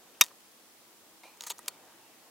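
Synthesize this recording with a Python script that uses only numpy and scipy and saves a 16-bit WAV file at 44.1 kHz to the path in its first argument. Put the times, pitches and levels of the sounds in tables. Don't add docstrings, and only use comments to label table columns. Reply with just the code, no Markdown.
import sys
import numpy as np
from scipy import signal
from scipy.fft import rfft, irfft
from scipy.io import wavfile
from scipy.ndimage import uniform_filter1d

SR = 44100
rng = np.random.default_rng(int(sys.argv[2]) if len(sys.argv) > 2 else 0)


def log_audio(samples):
    frames = np.atleast_2d(samples).T
    limited = np.clip(frames, -1, 1)
    pcm = np.round(limited * 32767).astype(np.int16)
    wavfile.write(sys.argv[1], SR, pcm)


N = 101429

# start in seconds, level in dB,
# decay time in ms, treble tilt in dB per octave, blow on the shroud in dB.
BLAST_PULSES = [(0.2089, -34.5, 1.1, 1.7, -38), (.2109, -2.5, 0.87, 4., -8), (0.2121, -6.5, 1.36, 0.9, 0),
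                (.2140, -15.5, 1.3, 0.5, -13.5), (0.2158, -8, 1.1, 1, -6), (.2185, -11.5, 1.3, -2.5, -8),
                (0.2218, -25, 1.2, 2, -25)]
CRACK_S = BLAST_PULSES[1][0]


def shot():
    # frequency in Hz, relative density in dB.
    blast_tone = [(60, -45), (300, -19.5), (650, -40), (1200, -5), (1800, -14), (2500, 3.5), (3100, -5),
                  (4400, -12), (5800, -2.5), (6700, -3), (8200, -13.5), (9500, -11), (12500, -14),
                  (15500, -18), (16800, -44.5)]
    # frequency in Hz, relative level in dB, T60 in seconds.
    shroud_modes = [(1200, -12.5, 0.017), (2505, -7.5, 0.0094), (2760, -5, 0.011), (5770, -2, 0.013),
                    (6550, -2.5, 0.013), (7780, -21, 0.015), (10010, -13, 0.0095), (11940, -11.5, .008)]
    shroud_db, air_db, air_t60 = -11.5, -26, .045
    out, blows = np.zeros((2, N))
    for start, db, ms, tilt_db, blow_db in BLAST_PULSES:
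        burst = fade(ms) * rng.standard_normal(1024)
        pulse = np.convolve(burst, minimum_phase(blast_tone, tilt_db))
        add(out, start, amp(db) * match_energy(pulse, ms))
        add(blows, start, [amp(blow_db)])
    t = np.arange(4096) / SR
    air = coloured(rng.standard_normal(len(t)), blast_tone)
    add(out, CRACK_S, amp(air_db - 60 * t / air_t60) * air)
    return out + amp(shroud_db) * signal.oaconvolve(blows, ring(shroud_modes))[:N]


def tank():
    # frequency in Hz, level in dB, T60 in seconds.
    tank_modes = [(985, -27, .06), (1862, -25, 0.052), (3710, -7, .043), (4807, -29, .055),
                  (14600, -36.5, .08)]
    start, rise_s = .2125, .0025
    out, ping = np.zeros(N), ring(tank_modes)
    t = np.arange(len(ping)) / SR
    add(out, start, ping * (1 - np.exp(-t / rise_s)))
    return out


def lever():
    # start in seconds, relative level in dB, centre in Hz,
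    # decay time in ms, knock on the stock in dB.
    clicks = [(1.3727, -44, 7800, 1.1, -63), (1.4082, -19.5, 4730, 0.79, -52),
              (1.4110, -29, 4560, 1.1, -45), (1.4207, -32.5, 6500, 2.6, -49),
              (1.4375, -27.5, 4850, 1.6, -48.5), (1.4540, -48, 5000, 1.3, -50),
              (1.4650, -38, 5500, 1., -57), (1.4680, -26, 12000, 1., -44.5),
              (1.4730, -26.5, 9250, 1.2, -43), (1.4795, -40, 7000, .6, -69), (1.4820, -30, 6960, 1., -57),
              (1.496, -30, 7000, .8, -55), (1.499, -27, 9000, 1, -62), (1.5011, -21, 4100, 1.24, -44.5),
              (1.5040, -19, 10000, 1., -38), (1.5827, -34, 5960, 1.8, -67), (1.5910, -31.5, 9550, 1.6, -40),
              (1.6310, -44, 7000, 1., -61), (1.6600, -37, 5500, 1.1, -59), (1.6793, -35, 8000, 2., -67),
              (1.6815, -15, 6800, 1.2, -56), (1.6833, -15.5, 9800, 0.75, -40.5),
              (1.6884, -34, 7260, 2.4, -43)]
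    # start and length in seconds, level in dB, relative knock on the stock in dB.
    slides = [(1.428, 0.039, -49.5, -61), (1.464, 0.033, -42, -73), (1.502, 0.026, -34.5, -41.5)]
    # frequency in Hz, relative density in dB.
    slide_tone = [(900, -16.5), (1900, -8), (3000, -9), (4300, -4), (5400, -9), (6500, -4), (9500, -12),
                  (12500, -18), (15500, -22), (16500, -32)]
    # frequency in Hz, level in dB, T60 in seconds.
    stock_modes = [(482, -9, 0.031), (960, -1.5, 0.024), (1235, -3.5, 0.029), (1903, -13.5, 0.071)]
    broadband_db, rattle_db, rattle_ms = -9, -20, 3.5
    slips_per_s, slip_spread_db, slip_edge = 4500, 3, 2.6
    out, knocks = np.zeros((2, N))
    for start, db, ms, hz_band, knock_db in ((s, d, m, h, k) for s, d, h, m, k in clicks):
        band = band_pass(rng.standard_normal(1024), hz_band, relative_width=.62)
        broadband = unit_rms(np.diff(rng.standard_normal(1024), prepend=0))
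        noise = band + amp(broadband_db) * broadband
        rattle = amp(rattle_db) * fade(rattle_ms) * noise[::-1]
        add(out, start, .5 * amp(db) * (match_energy(fade(ms) * noise, ms) + rattle))
        add(knocks, start, [amp(knock_db)])
    t = np.arange(2048) / SR
    for start, length, db, knock_db in slides:
        chance, strength, direction = rng.random((3, len(t)))
        slip_size = amp(-slip_spread_db * np.log(strength + .019))
        slips = (chance < slips_per_s / SR) * slip_size * np.sign(direction - .5)
        stroke = np.sin(np.pi * np.clip(t / length, 0, 1) ** .46).clip(0)
        grain = fade(.23, size=64) * rng.standard_normal(64)
        scrape = signal.oaconvolve(slips, grain)[:len(t)] + slip_edge * slips
        add(out, start, amp(db) * stroke * coloured(scrape, slide_tone))
        add(knocks, start, amp(knock_db) * stroke * unit_rms(slips) / 10)
    return out + signal.oaconvolve(knocks, ring(stock_modes))[:N]


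def latch():
    # frequency in Hz, level in dB, T60 in seconds.
    latch_modes = [(2430, -41.5, 0.017), (3830, -30.5, 0.011), (4380, -38.5, 0.044), (4450, -42, 0.027),
                   (4940, -35.5, 0.011), (7000, -41, 0.0075), (9800, -26, 0.0053), (13500, -34, .007)]
    # start in seconds, gain in dB.
    blows = [(1.6811, -0.5), (1.6818, -2), (1.684, 1)]
    out = np.zeros(N)
    for start, db in blows:
        add(out, start, amp(db) * ring(latch_modes))
    return out


def breech():
    # multiple of the base frequency, bandwidth in Hz, gain in dB.
    cavity_modes = [(1.1, 210, 2), (3, 175, 1), (5, 260, -8)]
    base_hz, rise, rise_s = 728, .14, .032
    pop_s, pop_db, puff_db, puff_t60 = 1.2352, -17, -37, .39
    thud_s, thud_hz, thud_db, thud_t60 = 1.2545, 584, -40, .012
    out, t = np.zeros(N), np.arange(8192) / SR
    drive = amp(puff_db - 60 * t / puff_t60) * rng.standard_normal(len(t))
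    drive[0] += amp(pop_db)
    hz = base_hz * (1 + rise * (1 - np.exp(-t / rise_s)))
    for multiple, width, db in cavity_modes:
        add(out, pop_s, amp(db) * resonate(drive, multiple * hz, width))
    add(out, thud_s, ring([(thud_hz, thud_db, thud_t60)], size=1024))
    return out


def echoes():
    # arrival in seconds, relative level in dB, centre in Hz, decay time in ms.
    reflections = [(0.2386, -18.5, 6900, 0.85), (.2400, -29.5, 6000, 0.67), (.2447, -28, 6000, 0.98),
                   (.2520, -39, 5000, 1.1), (.2585, -38, 8000, 1.5), (0.2637, -33.5, 8000, 1.1),
                   (.2830, -42, 4500, 2.3), (.3075, -43, 1000, 1.6), (0.3142, -38.5, 1030, 1.5),
                   (0.405, -46.5, 7000, 2.1)]
    ground_db, ground_t60, ground_hz = -40.5, .2, 4993
    out, t = np.zeros((2, N)), np.arange(16384) / SR
    for start, db, hz, ms in reflections:
        band = band_pass(rng.standard_normal(1024), hz, relative_width=1.26 if hz > 2000 else .45)
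        for side in out:
            add(side, start, .5 * amp(db) * match_energy(fade(ms) * band, ms))
    shared = rng.standard_normal(len(t))
    for side in out:
        diffuse = band_pass(shared + .22 * rng.standard_normal(len(t)), ground_hz, relative_width=2.5)
        add(side, CRACK_S, amp(ground_db - 60 * t / ground_t60) * diffuse)
    return out


def bench():
    # frequency in Hz, level in dB, T60 in seconds.
    bench_modes = [(254.2, -43, 0.028), (130, -52, 0.0533)]
    out = np.zeros(N)
    add(out, BLAST_PULSES[2][0], ring(bench_modes))
    return out


def side_scatter(near):
    smear = fade(.5, size=128) * rng.standard_normal(128) / 3
    return amp(-56) * signal.oaconvolve(near, smear)[:N] * np.array([[1], [-1]])


def hiss():
    # frequency in Hz, relative density in dB.
    hiss_tone = [(30, -34.5), (60, -19), (135, -17.5), (200, -7), (320, -8), (500, -8), (830, -9),
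                 (1400, -11.5), (2200, -13), (5000, -13), (15000, -16), (15800, -16.5), (16100, -51)]
    # frequency in Hz, left-right correlation.
    correlations = [(60, 0.5), (150, 0.26), (380, 0.77), (950, 0.64), (2380, 0.13), (5980, 0.01),
                    (15000, -0.01)]
    correlation = curve_at(correlations, np.fft.rfftfreq(1024, 1 / SR))
    return amp(-58.5) * wash(hiss_tone, correlation, patch_db=.496)


def wind():
    # time in seconds, level in dB.
    wind_levels = [(0, -66), (.3, -66.5), (.6, -80), (1.1, -73), (1.4, -71), (1.7, -61), (1.9, -62.5),
                   (2.3, -66.5)]
    # frequency in Hz, relative density in dB.
    wind_tone = [(30, -38), (100, -10.5), (300, -1), (900, 0), (1500, -8), (3000, -9.5), (6000, -34),
                 (16000, -38.5)]
    swell = amp(np.interp(np.arange(N) / SR, *np.transpose(wind_levels)))
    return swell * wash(wind_tone, correlation=.9, patch_db=3.5)


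def drone():
    # centre in Hz, bandwidth in Hz, level in dB.
    bands = [(232, 14, -80), (328.2, 13, -73.5)]
    return sum(amp(db) * unit_rms(resonate(rng.standard_normal(N), hz, width)) for hz, width, db in bands)


def amp(db):
    return 10 ** (np.asarray(db) / 20)


def unit_rms(x):
    return x / np.sqrt(np.mean(x ** 2) + 1e-20)


def curve_at(points, hz):
    frequencies, values = np.transpose(points)
    return np.interp(np.log(hz + 1), np.log(frequencies + 1), values)


def add(mix, start, sound):
    part = mix[round(start * SR):][:len(sound)]
    part += sound[:len(part)]


def ring(modes, size=4096):
    t = np.arange(size) / SR
    return sum(amp(db - 60 * t / t60) * np.sin(2 * np.pi * hz * t) for hz, db, t60 in modes)


def fade(ms, size=1024):
    t_ms = np.arange(size) / SR * 1000
    return np.minimum(t_ms / .18, 1) * np.exp(-t_ms / ms)


def match_energy(burst, ms):
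    return burst * np.linalg.norm(fade(ms)) / np.linalg.norm(burst)


def resonate(x, hz, width):
    carrier = np.exp(2j * np.pi * np.cumsum(hz * np.ones(len(x))) / SR)
    pole = np.exp(-np.pi * width / SR)
    return 2 * (carrier * signal.lfilter([1 - pole], [1, -pole], x / carrier + 1e-18)).real


def band_pass(noise, hz, relative_width):
    width = relative_width * hz
    return unit_rms(resonate(resonate(noise, hz, width), hz, width))


def coloured(noise, tone):
    gain = amp(curve_at(tone, np.fft.rfftfreq(len(noise), 1 / SR)))
    return unit_rms(irfft(rfft(noise) * gain, len(noise)))


def minimum_phase(tone, tilt_db):
    hz = abs(np.fft.fftfreq(2048, 1 / SR))
    octaves = np.log2(np.maximum(hz, 3000) / 5000)
    log_gain = np.log(amp(curve_at(tone, hz) + tilt_db * octaves))
    return np.fft.ifft(np.exp(np.conj(signal.hilbert(log_gain)))).real[:1024]


def wash(tone, correlation, patch_db):
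    frames, hz = N // 256 + 5, np.fft.rfftfreq(1024, 1 / SR)
    left_re, left_im, own_re, own_im, patches = rng.standard_normal((frames, 513, 5)).T
    patches = unit_rms(uniform_filter1d(uniform_filter1d(patches, size=8, axis=0), size=12, axis=1))
    shared = np.clip(correlation * np.ones(513), -1, 1)[:, None]
    left = left_re + 1j * left_im
    right = shared * left + np.sqrt(1 - shared ** 2) * (own_re + 1j * own_im)
    spectra = np.array([left, right]) * amp(curve_at(tone, hz)[:, None] + patch_db * patches)
    return unit_rms(signal.istft(spectra, nperseg=1024, noverlap=768)[1][:, :N])


def low_cut(x, corner_hz=487):
    return signal.sosfilt(signal.butter(3, corner_hz, "high", fs=SR, output="sos"), x)


def scene():
    rifle = low_cut(shot() + tank() + lever() + latch() + breech())
    near = rifle + side_scatter(rifle) + bench()
    background = hiss() + wind()
    return near + low_cut(echoes()) + background + drone()


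def record(dry):
    ceiling, edge_hz = .93, 16700
    rounded = dry / (1 + (abs(dry) / ceiling) ** 4) ** .25
    low_pass = signal.firwin(511, edge_hz, window=("kaiser", 12), fs=SR)
    return signal.oaconvolve(rounded, low_pass[None], "same")


dry = scene()
out = record(dry)
log_audio(out)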